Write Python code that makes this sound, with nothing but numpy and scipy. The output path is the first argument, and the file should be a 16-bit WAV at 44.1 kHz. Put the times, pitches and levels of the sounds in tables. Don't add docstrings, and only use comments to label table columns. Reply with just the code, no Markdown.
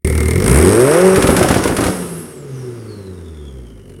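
import sys
import numpy as np
from scipy import signal
from scipy.fft import rfft, irfft, next_fast_len
from scipy.io import wavfile
from scipy.ndimage import uniform_filter1d, map_coordinates

SR = 44100
rng = np.random.default_rng(int(sys.argv[2]) if len(sys.argv) > 2 else 0)


def to_wav(sig):
    pcm = np.clip(np.atleast_2d(sig), -1, 1) * 32767
    pcm = np.round(pcm).astype(np.int16)
    wavfile.write(sys.argv[1], SR, pcm.T)


N = 176400

# (frequency [Hz], time to fade by 60 dB [s])
ECHO_FADE = [(100, 0.27), (500, 0.91), (3000, 0.41), (12000, 0.8)]
# (time [s], level [dB])
BAY_LEVEL = [(.05, -29.5), (.3, -29), (.45, -30), (.6, -24), (.8, -53), (1.2, -59), (2, -66)]
# (time [s], pitch [Hz], level [dB])
TURBO_WHISTLE = [(2.1, 12530, -64), (2.21, 11900, -45), (2.26, 10200, -54), (2.32, 8570, -46),
                 (2.45, 7050, -65), (2.59, 5820, -50.5), (2.77, 4900, -64), (2.9, 4400, -54),
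                 (3.06, 4050, -54), (3.14, 3840, -59), (3.25, 3590, -58.5), (3.6, 3210, -56),
                 (3.72, 3090, -53), (3.85, 2970, -63), (3.965, 2850, -54.5), (4, 2860, -59)]
# (time [s], level [dB])
IDLE_SPITS = [(3.894, -46.5), (3.918, -51), (3.937, -50), (3.961, -54)]
# (time [s], crack level [dB], boom level [dB])
POPS = [(1.1583, -14, -7), (1.2231, -13.5, -9.5), (1.2705, -13.5, -5), (1.286, -36, -16),
        (1.303, -20, -10.5), (1.3513, -37, -9), (1.3652, -11.5, -10), (1.3912, -18, -5), (1.4277, -14, -8),
        (1.4858, -13.5, -5.5), (1.5099, -17, -28), (1.5413, -16, -11.5), (1.5703, -21.5, -13.5),
        (1.6377, -16.5, -7), (1.676, -18, -14.5), (1.766, -16.5, -8), (1.8068, -19, -12),
        (1.8377, -17, -10.5), (1.8642, -21, -11.5)]
# (time [s], rasp level [dB], sizzle level [dB], chuff level [dB], hiss level [dB])
GAS_LEVELS = [(.05, -39.5, -40, -30, -47), (.16, -33.5, -39.5, -32, -48), (.29, -34, -35.5, -27, -62),
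              (.38, -33, -38, -33, -55), (.48, -24.5, -27.5, -22.5, -30), (.56, -21, -31, -20, -30),
              (.7, -23, -29, -22, -52), (.77, -22.5, -33, -25, -34), (.95, -20, -30.5, -27, -29),
              (1.12, -21, -33, -27, -39), (1.32, -25.5, -34.5, -32, -26.5), (1.6, -28.5, -31, -33, -49),
              (1.75, -34, -40.5, -36.5, -36), (1.86, -32, -32.5, -35, -33), (1.97, -34.5, -39.5, -35, -36),
              (2.2, -42.5, -47, -48, -37), (2.42, -49, -54, -63, -54), (2.58, -46.5, -51, -51.5, -56),
              (3.02, -50, -56.5, -56.5, -62), (3.8, -57.5, -63, -63.5, -68), (4, -61, -69, -61, -67)]
# (time [s], share [0 to 1])
EVEN_FLOW = [(.05, 0.089), (.5, .04), (.72, 0.041), (.9, 0.12), (1.2, 0.24), (2.4, 1), (3.6, 0.39),
             (4, 0.37)]

# (frequency [Hz], relative level [dB])
BAY_COLOUR = [(1400, -37), (1800, -4.5), (2050, -3.5), (2140, 9), (2200, -10.5), (2280, -0.5), (2420, -16),
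              (2900, -24.5)]
RASP_COLOUR = [(350, -55), (650, 4), (850, 3.5), (1000, 4), (1300, 5.5), (1700, 2), (2300, -2), (2700, -8),
               (3600, -31)]
SIZZLE_COLOUR = [(1800, -48), (2700, 4), (3300, 2), (4200, -2), (5000, 1.5), (5550, 5), (6100, -1.5),
                 (6600, 0.5), (7200, -4), (9000, -33)]
CHUFF_COLOUR = [(6500, -23), (7600, -12), (8200, -1.5), (8530, 2.5), (8900, -1.5), (9350, 2), (9900, -5.5),
                (10900, -6.5), (12200, -11), (12900, -30), (15800, -43)]
HISS_COLOUR = [(6500, -45), (7600, -12.5), (8500, -5.5), (9500, -9), (10600, 0.5), (12200, -13),
               (12900, -18), (15800, -50)]
CRACK_COLOUR = [(300, -55), (800, -1.5), (1500, 10.5), (2500, 3), (4000, -0.5), (7000, -2.5), (10500, 3),
                (12300, -9), (13200, -11), (15800, -56)]
BOOM_COLOUR = [(25, -22), (55, -1), (110, 2), (200, -2.5), (290, 4), (400, -1.5), (520, 0), (700, -8),
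               (1200, -14.5), (2000, -20.5), (4000, -35), (9000, -40)]
BURBLE_COLOUR = [(30, -20), (70, -6.5), (115, -3.5), (185, -1.5), (215, -4.5), (245, 1.5), (275, -5.5),
                 (340, -3.5), (372, 3), (400, 0.5), (430, -0.5), (500, -6), (570, -12), (750, -28.5),
                 (1500, -43.5)]

# (frequency [Hz], level [dB])
PIPE_OPEN = [(36, -31), (52, -23.5), (63, -18), (77, -15.5), (95, -19.5), (114, -22), (133, -17.5),
             (153, -26.5), (186, -19.5), (228, -31), (275, -22), (315, -26.5), (350, -15), (372, -11.5),
             (410, -16), (460, -18), (565, -20), (625, -20), (710, -36.5), (1000, -33), (1600, -47)]
PIPE_SHUT = [(44, -28), (53, -19), (63, -16), (77, -14), (95, -18.5), (114, -19), (133, -17), (153, -27),
             (186, -21.5), (215, -21), (243, -22), (275, -21.5), (340, -21), (371, -5.5), (392, -13.5),
             (414, -10), (450, -33.5), (565, -24.5), (700, -44), (1600, -51)]
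# (pitch [times the firing rate], level [dB])
OVERTONES = [(1.5, -19), (2.25, -11), (2.5, -12.5), (2.75, -16.5), (3, 0), (3.5, -16.5), (4, -3),
             (4.5, -11), (5, -7.5), (6, -11.5), (7, -18.5), (8, -15), (9, -25), (10, -17.5), (11, -19.5)]
# (time [s], base note [dB], its octave [dB], overtones [dB], rough burble [dB])
EXHAUST_LEVELS = [(.05, 0, 1.5, -3.5, -21.5), (.3, -11, 0.5, -2, -21.5), (.5, 5.5, 4.5, 1, -13.5),
                  (.62, 4, 4, 5, -15), (.8, 0.5, 4.5, 4, -21.5), (1.0, 2, 0.5, 6.5, -28),
                  (1.11, 6, 1.5, 5.5, -21.5), (1.2, -2.5, -10.5, -5.5, -19.5), (1.35, -20, -9, -7, -17),
                  (1.6, -8.5, -31, -17, -20.5), (1.95, -8.5, -34, -33, -25), (2.15, -4.5, -16, -37, -30.5),
                  (2.35, -17.5, -28, -17, -38), (2.58, -9, -23, -27, -36.5), (2.72, -13, -28, -20, -35.5),
                  (2.87, -13.5, -21, -19.5, -37.5), (3.05, -14.5, -17.5, -25.5, -36.5),
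                  (3.35, -18, -17, -27, -42.5), (3.62, -19, -25, -23, -41), (3.82, -24, -28, -24.5, -44),
                  (3.91, -19, -23.5, -32, -36), (4, -20, -25, -24, -45)]
# (time [s], firing rate [Hz])
REV_UP = [(.05, 37.9), (.28, 38), (.36, 43.5), (.46, 53.3), (.58, 73.3), (.68, 94.5), (.77, 113.8),
          (.85, 133), (.95, 165.5), (1.0, 180.5), (1.05, 188), (1.2, 191.5)]
COAST_DOWN = [(1.93, 188), (2.25, 158), (2.5, 137.5), (2.75, 118), (3, 99.5), (3.25, 84), (3.5, 68.5),
              (3.87, 46.5), (4, 45)]


def amp(db):
    return 10 ** (np.asarray(db) / 20)


def value_at(table, hz):
    table_hz, values = np.transpose(table)
    return np.interp(np.log(hz + 1), np.log(table_hz + 1), values)


def curves(table):
    times, *columns = np.transpose(table)
    return [np.interp(np.arange(N) / SR, times, column) for column in columns]


def wobble(rate):
    points = rng.standard_normal(int(N * rate / SR) + 4)
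    return map_coordinates(points, [np.arange(N) * rate / SR])


def noise(loudness, colour):
    size = 2 ** 13
    cepstrum = irfft(np.log(amp(value_at(colour, np.fft.rfftfreq(size, 1 / SR)))))
    cepstrum[1:size // 2] *= 2
    cepstrum[size // 2 + 1:] = 0
    ring = irfft(np.exp(rfft(cepstrum)))
    return signal.fftconvolve(loudness * rng.standard_normal(N), ring / np.linalg.norm(ring))[:N]


def whistle(hz, spread=.1):
    cycles = np.cumsum(hz) / SR
    drift = lambda: map_coordinates(rng.standard_normal(N // 8), [cycles * spread], mode="wrap")
    note = drift() * np.cos(2 * np.pi * cycles) + drift() * np.sin(2 * np.pi * cycles)
    return note / np.sqrt(np.mean(note ** 2) + 1e-20)


def bursts(times, powers, attack_s, decay_s):
    t = np.arange(SR // 3) / SR
    shape = ((1 - np.exp(-t / attack_s)) * np.exp(-t / decay_s)) ** 2
    hits = np.bincount(np.clip(times * SR, 0, N).astype(int), powers, N + 1)[:N]
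    return np.abs(signal.fftconvolve(hits, shape / shape.max())[:N])


def blasts(times, db, colour, attack_s, decay_s):
    return noise(np.sqrt(bursts(times, amp(db) ** 2, attack_s, decay_s)), colour)


def firing_pulses(firings, sizes, attack_s, decay_s):
    times = np.flatnonzero(np.diff(np.floor(firings)) > 0) / SR
    power = bursts(times, sizes[:len(times)] ** 2, attack_s, decay_s)
    power /= np.abs(uniform_filter1d(power, size=5000)) + 1e-9
    even, = curves(EVEN_FLOW)
    return np.sqrt((1 - even) * power + even)


def car_park(sound, above_hz=300):
    hz, t, spectrum = signal.stft(rng.standard_normal(SR * 3 // 4), SR, nperseg=256)
    fade = amp(-60 * t / value_at(ECHO_FADE, hz)[:, None])
    tail = signal.istft(spectrum * fade * (hz[:, None] > above_hz), SR, nperseg=256)[1]
    return signal.fftconvolve(sound, tail / np.linalg.norm(tail))[:N]


def engine_bay(pulses):
    db, = curves(BAY_LEVEL)
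    return amp(db) * noise(pulses, BAY_COLOUR)


def turbo(pulses):
    hz, db = curves(TURBO_WHISTLE)
    octave = amp(-14.5) * (2 * hz < 12000) * whistle(2 * hz)
    flutter_db = 4.5 * wobble(22.03)
    return pulses * amp(db + flutter_db) * (whistle(hz) + octave)


def idle_catch():
    times, db = np.transpose(IDLE_SPITS)
    return blasts(times, db, CRACK_COLOUR, attack_s=.0018, decay_s=.005)


def escaping_gas(soft_pulses, sharp_pulses):
    rasp_db, sizzle_db, chuff_db, hiss_db = curves(GAS_LEVELS)
    rasp = amp(rasp_db) * noise(soft_pulses, RASP_COLOUR)
    sizzle = amp(sizzle_db) * noise(sharp_pulses, SIZZLE_COLOUR)
    chuff = amp(chuff_db) * noise(sharp_pulses, CHUFF_COLOUR)
    hiss = amp(hiss_db) * noise(1, HISS_COLOUR)
    return rasp + sizzle + chuff + hiss


def backfires(pipe_delay_s=.01707):
    times, crack_db, boom_db = np.transpose(POPS)
    cracks = blasts(times, crack_db, CRACK_COLOUR, attack_s=.0004, decay_s=.011)
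    booms = blasts(times + pipe_delay_s, boom_db, BOOM_COLOUR, attack_s=.0015, decay_s=.014)
    when, strength = rng.random(size=(45, 2)).T
    misfire_times = np.interp(when, [0, 1], [1.17, 1.88])
    crackles = blasts(misfire_times, -24 + 8 * strength, RASP_COLOUR, attack_s=.00046, decay_s=.0012)
    sputter = blasts(misfire_times, -21 + 8 * strength, BOOM_COLOUR, attack_s=.00083, decay_s=.0048)
    return cracks + booms + crackles + sputter


def exhaust(firing_hz, firings, pulses, throttle_shut_s=1.94, flutter_db=1.5):
    base_db, octave_db, overtone_db, burble_db = curves(EXHAUST_LEVELS)
    shut = np.clip(2 * (np.arange(N) / SR - throttle_shut_s) + .5, 0, 1)

    def note(multiple):
        hz = multiple * firing_hz
        pipe_db = (1 - shut) * value_at(PIPE_OPEN, hz) + shut * value_at(PIPE_SHUT, hz)
        return 2 ** .5 * amp(pipe_db) * np.sin(2 * np.pi * (multiple * firings + rng.random()))

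    low_notes = amp(base_db) * note(.99) + amp(octave_db) * note(2)
    low_notes *= amp(flutter_db * wobble(24.44))
    overtones = sum(note(multiple) * amp(db + flutter_db * wobble(45)) for multiple, db in OVERTONES)
    burble = amp(burble_db) * noise(pulses, BURBLE_COLOUR)
    return low_notes + amp(overtone_db) * overtones + burble


def engine(first_firing_s=.045):
    firing_hz, = curves(REV_UP + COAST_DOWN)
    firings = np.cumsum(firing_hz) / SR - first_firing_s * firing_hz[0]
    sizes = amp(1.7 * rng.standard_normal(1000))
    soft = firing_pulses(firings, sizes, attack_s=.0015, decay_s=.011)
    sharp = firing_pulses(firings, sizes ** 1.5, attack_s=.003, decay_s=.0027)
    return exhaust(firing_hz, firings, soft) + escaping_gas(soft, sharp) + engine_bay(soft) + turbo(soft)


def scene():
    motor = engine() + idle_catch()
    pops = backfires()
    echoes = car_park(amp(-7) * pops + amp(-12.5) * motor)
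    return (motor + pops + echoes)[None]


def record(dry, start_s=.047, top_hz=15900):
    sound = dry * np.interp(np.arange(N) / SR, [start_s - .001, start_s], [.002, 1])
    rounded = sound / (1 + np.abs(sound) ** 6) ** (1 / 6)
    size = next_fast_len(N + SR // 2)
    below_top = np.fft.rfftfreq(size, 1 / SR) < top_hz
    return irfft(rfft(rounded, size) * below_top, size)[..., :N]


dry = scene()
out = record(dry)
to_wav(out)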